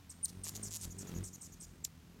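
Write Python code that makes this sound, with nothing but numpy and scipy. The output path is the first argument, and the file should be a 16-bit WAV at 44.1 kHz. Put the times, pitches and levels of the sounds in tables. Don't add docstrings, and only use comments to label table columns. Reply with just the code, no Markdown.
import sys
import numpy as np
from scipy import signal
from scipy.fft import rfft, irfft, next_fast_len
from scipy.io import wavfile
from scipy.ndimage import uniform_filter1d, map_coordinates

SR = 44100
rng = np.random.default_rng(int(sys.argv[2]) if len(sys.argv) > 2 else 0)


def digitize_waveform(pressure):
    field = np.atleast_2d(pressure).T
    bounded = np.clip(field, -1, 1)
    quanta = np.round(bounded * 32767).astype(np.int16)
    wavfile.write(sys.argv[1], SR, quanta)


N = 97020
T = np.arange(N) / SR

# (frequency [Hz], gain [dB])
HUSH_EQ = [(25, -36), (45, -1.5), (85, 1), (170, -5.5), (270, -8.5), (400, -28), (550, -26), (1000, -21.5),
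           (2000, -25.5), (4000, -27), (6500, -27.5), (8500, -32.5), (10500, -35), (13000, -31.5),
           (16000, -40)]
# (frequency [Hz], time to fall 60 dB [s])
ECHO_DECAY = [(1000, 0.19), (7000, 0.64), (15000, 0.4)]
# (frequency [Hz], gain [dB])
ECHO_EQ = [(1000, -15), (4000, 0), (6800, 1.5), (8800, 2.5), (11000, 1), (16000, -5)]
# (multiple of the stroke rate, level [dB])
HOVER_PARTIALS = [(1, -66), (2, -67.5), (3, -73.5)]
# (frequency [Hz], relative level [dB], time to fall 60 dB [s])
TICK_RESONANCES = [(950, -10, 0.014), (1070, -0.5, 0.014), (1840, -0.5, 0.013), (2360, 0, 0.011)]

# (time [s], stroke rate [Hz])
STROKE_RATE = [(0, 85), (.2, 83), (.32, 89), (.4, 93.6), (.49, 97.5), (.57, 106), (.68, 100.3), (.78, 106),
               (.87, 82.7), (.93, 89.5), (1.02, 98.5), (1.14, 84.2), (1.23, 95), (1.36, 89.5), (1.56, 80),
               (1.72, 90), (1.9, 79), (2.2, 87.5)]
# (time [s], stroke tone [dB], overtones and flutter [dB], swish [dB])
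WING_FADERS = [(0, -63, -69, -70), (.1, -60.5, -66, -73), (.24, -74, -65, -69.5), (.39, -52, -56, -68),
               (.44, -58.5, -61.5, -67.5), (.6, -52, -53, -61.5), (.68, -51, -54, -66.5),
               (.79, -61.5, -66.5, -70), (.86, -47.5, -51, -61.5), (.92, -54, -57, -71.5),
               (.99, -49, -53.5, -65), (1.11, -62.5, -47.5, -58), (1.18, -40, -44.5, -61.5),
               (1.235, -42.5, -48.5, -63), (1.28, -67, -62, -76), (1.36, -66, -58.5, -71),
               (1.45, -66, -63, -71.5), (1.65, -55.5, -61, -72), (1.78, -68.5, -61, -72),
               (1.92, -69, -67.5, -72.5), (2.2, -67, -57.5, -72.5)]
# (time [s], fader ahead of a trim [dB])
BEAT_FADER = [(0.0, -81), (0.27, -72), (0.39, -63), (0.51, -73), (0.71, -60), (0.77, -81), (0.88, -49.5),
              (0.96, -78), (1.12, -67), (1.17, -48), (1.38, -84), (1.56, -61), (1.61, -73), (1.66, -64),
              (2.05, -83), (2.2, -64)]
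# (multiple of the stroke rate, relative level [dB])
WING_PARTIALS = [(1.5, -8), (2, -4), (2.5, -13.5), (3, -13), (3.5, -18), (4, -15.5)]
# (frequency [Hz], gain [dB])
FLUTTER_EQ = [(40, -52), (110, -11.5), (160, 3.5), (280, -8.5), (420, -5.5), (700, -26), (2000, -116)]
# (frequency [Hz], gain [dB])
SWISH_EQ = [(100, -33), (350, -11), (600, -6), (1400, -8.5), (3000, -12.5), (8000, -19), (16000, -21.5)]

# (frequency [Hz], gain [dB])
BEAK_EQ = [(1200, 10), (3000, -4.5), (5000, -5), (6800, 0), (9000, -1), (10500, -9), (12500, -8.5),
           (16000, -21)]
# (frequency [Hz], gain [dB])
RASP_EQ = [(1200, -9), (2800, -18.5), (4500, -1.5), (6800, -4), (10000, -2), (12500, 0), (14000, -14),
           (16000, -13.5)]
BUZZ_HARMONICS = [-4, -6]
RATTLE_HARMONICS = [-1, -2, -0.5, -10]
CHIRP_HARMONICS = [-1.5, -6.5, -30]
SQUEAL_HARMONICS = [1, 2, 4]
CHIP_HARMONICS = [-2, -1.5, 1.5, -27]
# (time [s], length [s], top pitch [Hz], gain [dB])
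BUZZ_CUES = [(.543, 0.037, 7130, -44), (0.901, 0.0308, 7107, -46), (1.066, 0.033, 6910, -48),
             (1.143, 0.048, 7000, -47.5), (1.327, 0.0354, 7000, -44.5), (1.517, 0.031, 6820, -50.5)]
# (time [s], length [s], sweep rate [Hz], low pitch [Hz], high pitch [Hz],
# final gain [dB], swell up to it [dB])
RATTLE_CUES = [(.2805, 0.026, 370, 2010, 6400, -49, -3.5), (.4395, 0.059, 155, 1402, 7600, -38.5, 12),
               (.5508, 0.019, 165, 1765, 7300, -40, 1), (.7068, .0675, 165, 1583, 7830, -38, 7.5),
               (.7935, 0.063, 175, 1576, 7495, -41.5, 16)]
# (time [s], hold [s], rest after the dip [s], length [s], held pitch [Hz],
# starting gain [dB], fade over the call [dB], sink of the warble [share of pitch])
CHIRP_CUES = [(.094, 0.0082, .004, .038, 8300, -43, 14.5, 0.36),
              (.434, .009, 0.00057, 0.032, 8680, -37.5, 10, 0.37),
              (.626, 0.0068, 0.0013, 0.067, 8710, -37, 13, .36),
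              (0.808, 0.0056, 0.0078, 0.044, 8670, -45.5, 4, .25),
              (.981, 0.0058, 0.00038, 0.051, 8510, -43.5, 6.5, 0.29),
              (1.234, .0055, 0.0008, 0.061, 8605, -43, 8.5, .25),
              (1.409, 0.0082, 0.0044, 0.067, 8406, -45.5, 7.5, 0.25),
              (1.601, 0.0076, 0.0046, 0.057, 8200, -47.5, 5, 0.23)]
# (time [s], pitch [Hz], gain [dB])
SQUEAL_PATH = [(.226, 8180, -74), (.231, 9300, -38.5), (.238, 9410, -34.5), (.241, 8820, -33),
               (.243, 9430, -31), (.2462, 9430, -28.5), (.248, 7930, -32), (.2503, 9760, -34),
               (.2523, 5580, -40.5), (.2543, 9220, -39.5), (.2565, 4800, -36.5), (.2585, 3850, -41.5),
               (.261, 4870, -56)]
# (time [s], pitch [Hz], gain [dB])
CHIP_PATH = [(1.837, 7010, -75), (1.842, 7780, -46), (1.845, 7550, -35.5), (1.8475, 6950, -32),
             (1.8495, 5600, -28.5), (1.851, 4000, -33), (1.8528, 2488, -46.5), (1.855, 1596, -67)]


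def amp(db):
    return 10 ** (np.asarray(db) / 20)


def unit(x):
    return x / np.sqrt(np.mean(x ** 2) + 1e-20)


def along(points, hz):
    knots_hz, values = np.transpose(points)
    return np.interp(np.log(np.abs(hz) + 1), np.log(knots_hz + 1), values)


def curves(rows, t):
    times, *columns = np.transpose(rows)
    return [np.interp(t, times, column) for column in columns]


def wobble(rate, t):
    return map_coordinates(rng.standard_normal(1024), [t * rate], mode="wrap")


def filtered(x, response):
    size = next_fast_len(N + 8192)
    return irfft(rfft(x, size) * response(np.fft.rfftfreq(size, 1 / SR)), size)[:N]


def noise(eq):
    return unit(filtered(rng.standard_normal(N), lambda hz: amp(along(eq, hz))))


def add(out, start, x):
    i = max(0, round(start * SR))
    out[i:i + len(x)] += x[:N - i]


def fade(t, length, attack, release):
    return np.clip(t / attack, 0, 1) * np.clip((length - t) / release, 0, 1)


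def hush():
    return amp(-62) * noise(HUSH_EQ)


def garden_echoes(x, scatter_t60=0.075):
    hz, t, spectrum = signal.stft(rng.standard_normal(SR // 2), SR, nperseg=256)
    decay = amp(-60 * t / along(ECHO_DECAY, hz)[:, None])
    trees = signal.istft(spectrum * decay, SR, nperseg=256)[1]
    t = np.arange(len(trees)) / SR
    trees *= np.clip(t / 0.0073, 0, 1)
    scatter = rng.standard_normal(len(t)) * amp(-60 * t / scatter_t60) * np.clip(t / 0.0021, 0, 1)
    return [signal.fftconvolve(x, impulse / np.linalg.norm(impulse))[:N] for impulse in (scatter, trees)]


def hovering(stroke_hz=90.67):
    phase = 2 * np.pi * np.cumsum(stroke_hz * (1 + .06 * wobble(5, T))) / SR
    return np.sqrt(2) * sum(amp(db + 2.3 * wobble(7.16, T)) * np.sin(k * phase)
                            for k, db in HOVER_PARTIALS)


def tick(start=.4675, gain_db=-47.5):
    out, t = np.zeros(N), np.arange(SR // 20) / SR
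    for hz, db, t60 in TICK_RESONANCES:
        add(out, start, amp(gain_db + db - 60 * t / t60) * np.sin(2 * np.pi * hz * t))
    return out


def wings(stroke_swing_db=2.5, beat_swing_db=2):
    stroke_hz, = curves(STROKE_RATE, T)
    tone_db, overtone_db, swish_db = curves(WING_FADERS, T)
    beat_db, = curves(BEAT_FADER, T)
    phase = 2 * np.pi * np.cumsum(stroke_hz) / SR
    hum = amp(tone_db - 1.5) * np.sin(phase + 0.42 * wobble(15, T))
    hum += amp(beat_db + 2.5) * np.sin(phase / 2 + 0.55 * wobble(5, T))
    for k, db in WING_PARTIALS:
        hum += amp(overtone_db + db + 1.9 * wobble(14, T)) * np.sin(k * phase + .5 * wobble(18, T))
    puffs = unit(amp(stroke_swing_db * np.cos(phase) + beat_swing_db * np.cos(phase / 2)))
    flutter = amp(overtone_db - 5.5) * noise(FLUTTER_EQ)
    swish = amp(swish_db + 1.5) * noise(SWISH_EQ)
    return np.sqrt(2) * hum + puffs * (flutter + swish)


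def rasp(t, mid_db, growth_db=19.5):
    return amp(mid_db + growth_db * (t / t[-1] - .5)) * noise(RASP_EQ)[:len(t)]


def whistle(hz, harmonics, rough):
    hz = hz * (1 + rough * wobble(1500, np.arange(len(hz)) / SR))
    phase = 2 * np.pi * np.cumsum(hz) / SR
    return np.sqrt(2) * sum(amp(db + along(BEAK_EQ, k * hz)) * (k * hz < SR / 2) * np.sin(k * phase)
                            for k, db in enumerate(harmonics, 1))


def buzzes(trill_hz=330, trill_depth=0.18, tremolo_depth=.78):
    out = np.zeros(N)
    for start, length, top_hz, db in BUZZ_CUES:
        t = np.arange(int(length * SR)) / SR
        trough = np.sin(np.pi * (trill_hz * t + .08 * wobble(78, t))) ** 2
        sag = 0.104 * (2 * t / length - 1) ** 2
        pitch = top_hz * (1 - trill_depth * trough) * (1 - sag)
        level = amp(db) * (1 - tremolo_depth * trough) * fade(t, length, attack=0.007, release=0.003)
        voice = whistle(pitch, BUZZ_HARMONICS, rough=0.032) + rasp(t, mid_db=-18)
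        add(out, start, level * voice)
    return out


def rattles(duty=.8, arch_s=.0055, arch_fall=0.73, shimmer_db=1.2):
    out = np.zeros(N)
    for start, length, rate, low_hz, high_hz, db, swell_db in RATTLE_CUES:
        t = np.arange(int(length * SR)) / SR
        last_pulse = np.floor((length - arch_s / 2) * rate - .5)
        pulses = t * rate + 0.044 * wobble(150, t)
        cycle = pulses - np.minimum(np.floor(pulses), last_pulse)
        sweep = np.clip(cycle / duty, 0, 1)
        arch = np.clip((t - (last_pulse + duty / 2) / rate) / arch_s, 0, 2)
        pitch = low_hz + (high_hz - low_hz) * np.sin(np.pi * sweep * .52)
        pitch *= 1 - arch_fall * np.minimum(arch, 1) ** 2
        pitch *= 1 + .04 * wobble(250.6, t)
        gate = np.where(arch > 0, np.exp(-arch ** 2), np.abs(np.sin(np.pi * sweep ** 1.03)))
        level = amp(db - swell_db * (1 - t / length) ** 2 + shimmer_db * wobble(307, t))
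        level *= fade(t, length, attack=0.0015, release=0.006)
        voice = whistle(pitch, RATTLE_HARMONICS, rough=0.039) + rasp(t, mid_db=-11.5)
        add(out, start, level * gate * voice)
    return out


def chirps(warble_hz=272, warble_depth=.32, trough_db=-2, shimmer_db=1.2):
    dip_s, dip_ratio, rebound_ratio = 0.0079, .62, 1.085
    out = np.zeros(N)
    for start, hold, rest, length, hz, db, fade_db, sink in CHIRP_CUES:
        t = np.arange(int(length * SR)) / SR
        dip = np.clip((t - hold) / dip_s, 0, 1)
        top = np.where(dip < .5, 1, rebound_ratio)
        bend = top + (dip_ratio - top) * np.sin(np.pi * dip) ** 2
        warble_t = np.maximum(t - hold - dip_s - rest, 0)
        trough = np.sin(np.pi * warble_hz * warble_t * (1 + 0.028 * wobble(37.3, t))) ** 2
        descent = 1 - sink * (warble_t / warble_t[-1]) ** 0.77
        pitch = hz * bend * descent * (1 - warble_depth * trough)
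        pitch *= 1 + .03 * wobble(327.7, t) * np.minimum(warble_t * warble_hz, 1)
        level = amp(db - fade_db * t / length + trough_db * trough + shimmer_db * wobble(348, t))
        level *= fade(t, length, attack=0.0053, release=0.008)
        voice = whistle(pitch, CHIRP_HARMONICS, rough=.012) + rasp(t, mid_db=-15.5)
        add(out, start, level * voice)
    return out


def gliding_call(path, harmonics):
    out = np.zeros(N)
    start, end = path[0][0], path[-1][0]
    hz, db = curves(path, np.arange(start, end, 1 / SR))
    pitch = uniform_filter1d(hz, size=30)
    add(out, start, amp(db) * whistle(pitch, harmonics, rough=0.0044))
    return out


def scene():
    chatter = chirps() + rattles() + buzzes()
    squeal = gliding_call(SQUEAL_PATH, SQUEAL_HARMONICS)
    chip = gliding_call(CHIP_PATH, CHIP_HARMONICS)
    scatter, _ = garden_echoes(chatter + amp(-3) * squeal + chip)
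    _, trees = garden_echoes(chatter + amp(-13.5) * squeal + amp(-27) * chip)
    trees = filtered(trees, lambda hz: amp(along(ECHO_EQ, hz)))
    calls = chatter + squeal + chip + amp(-14) * scatter + amp(-15.5) * trees
    mono = calls + wings() + hovering() + tick() + hush()
    return np.array([mono, mono])


def record(dry):
    low_cut_hz, high_cut_hz = 35, 15950
    return np.array([filtered(x, lambda hz: (hz < high_cut_hz) * (1 - 1 / (1 + (hz / low_cut_hz) ** 8)))
                     for x in dry])


dry = scene()
out = record(dry)
digitize_waveform(out)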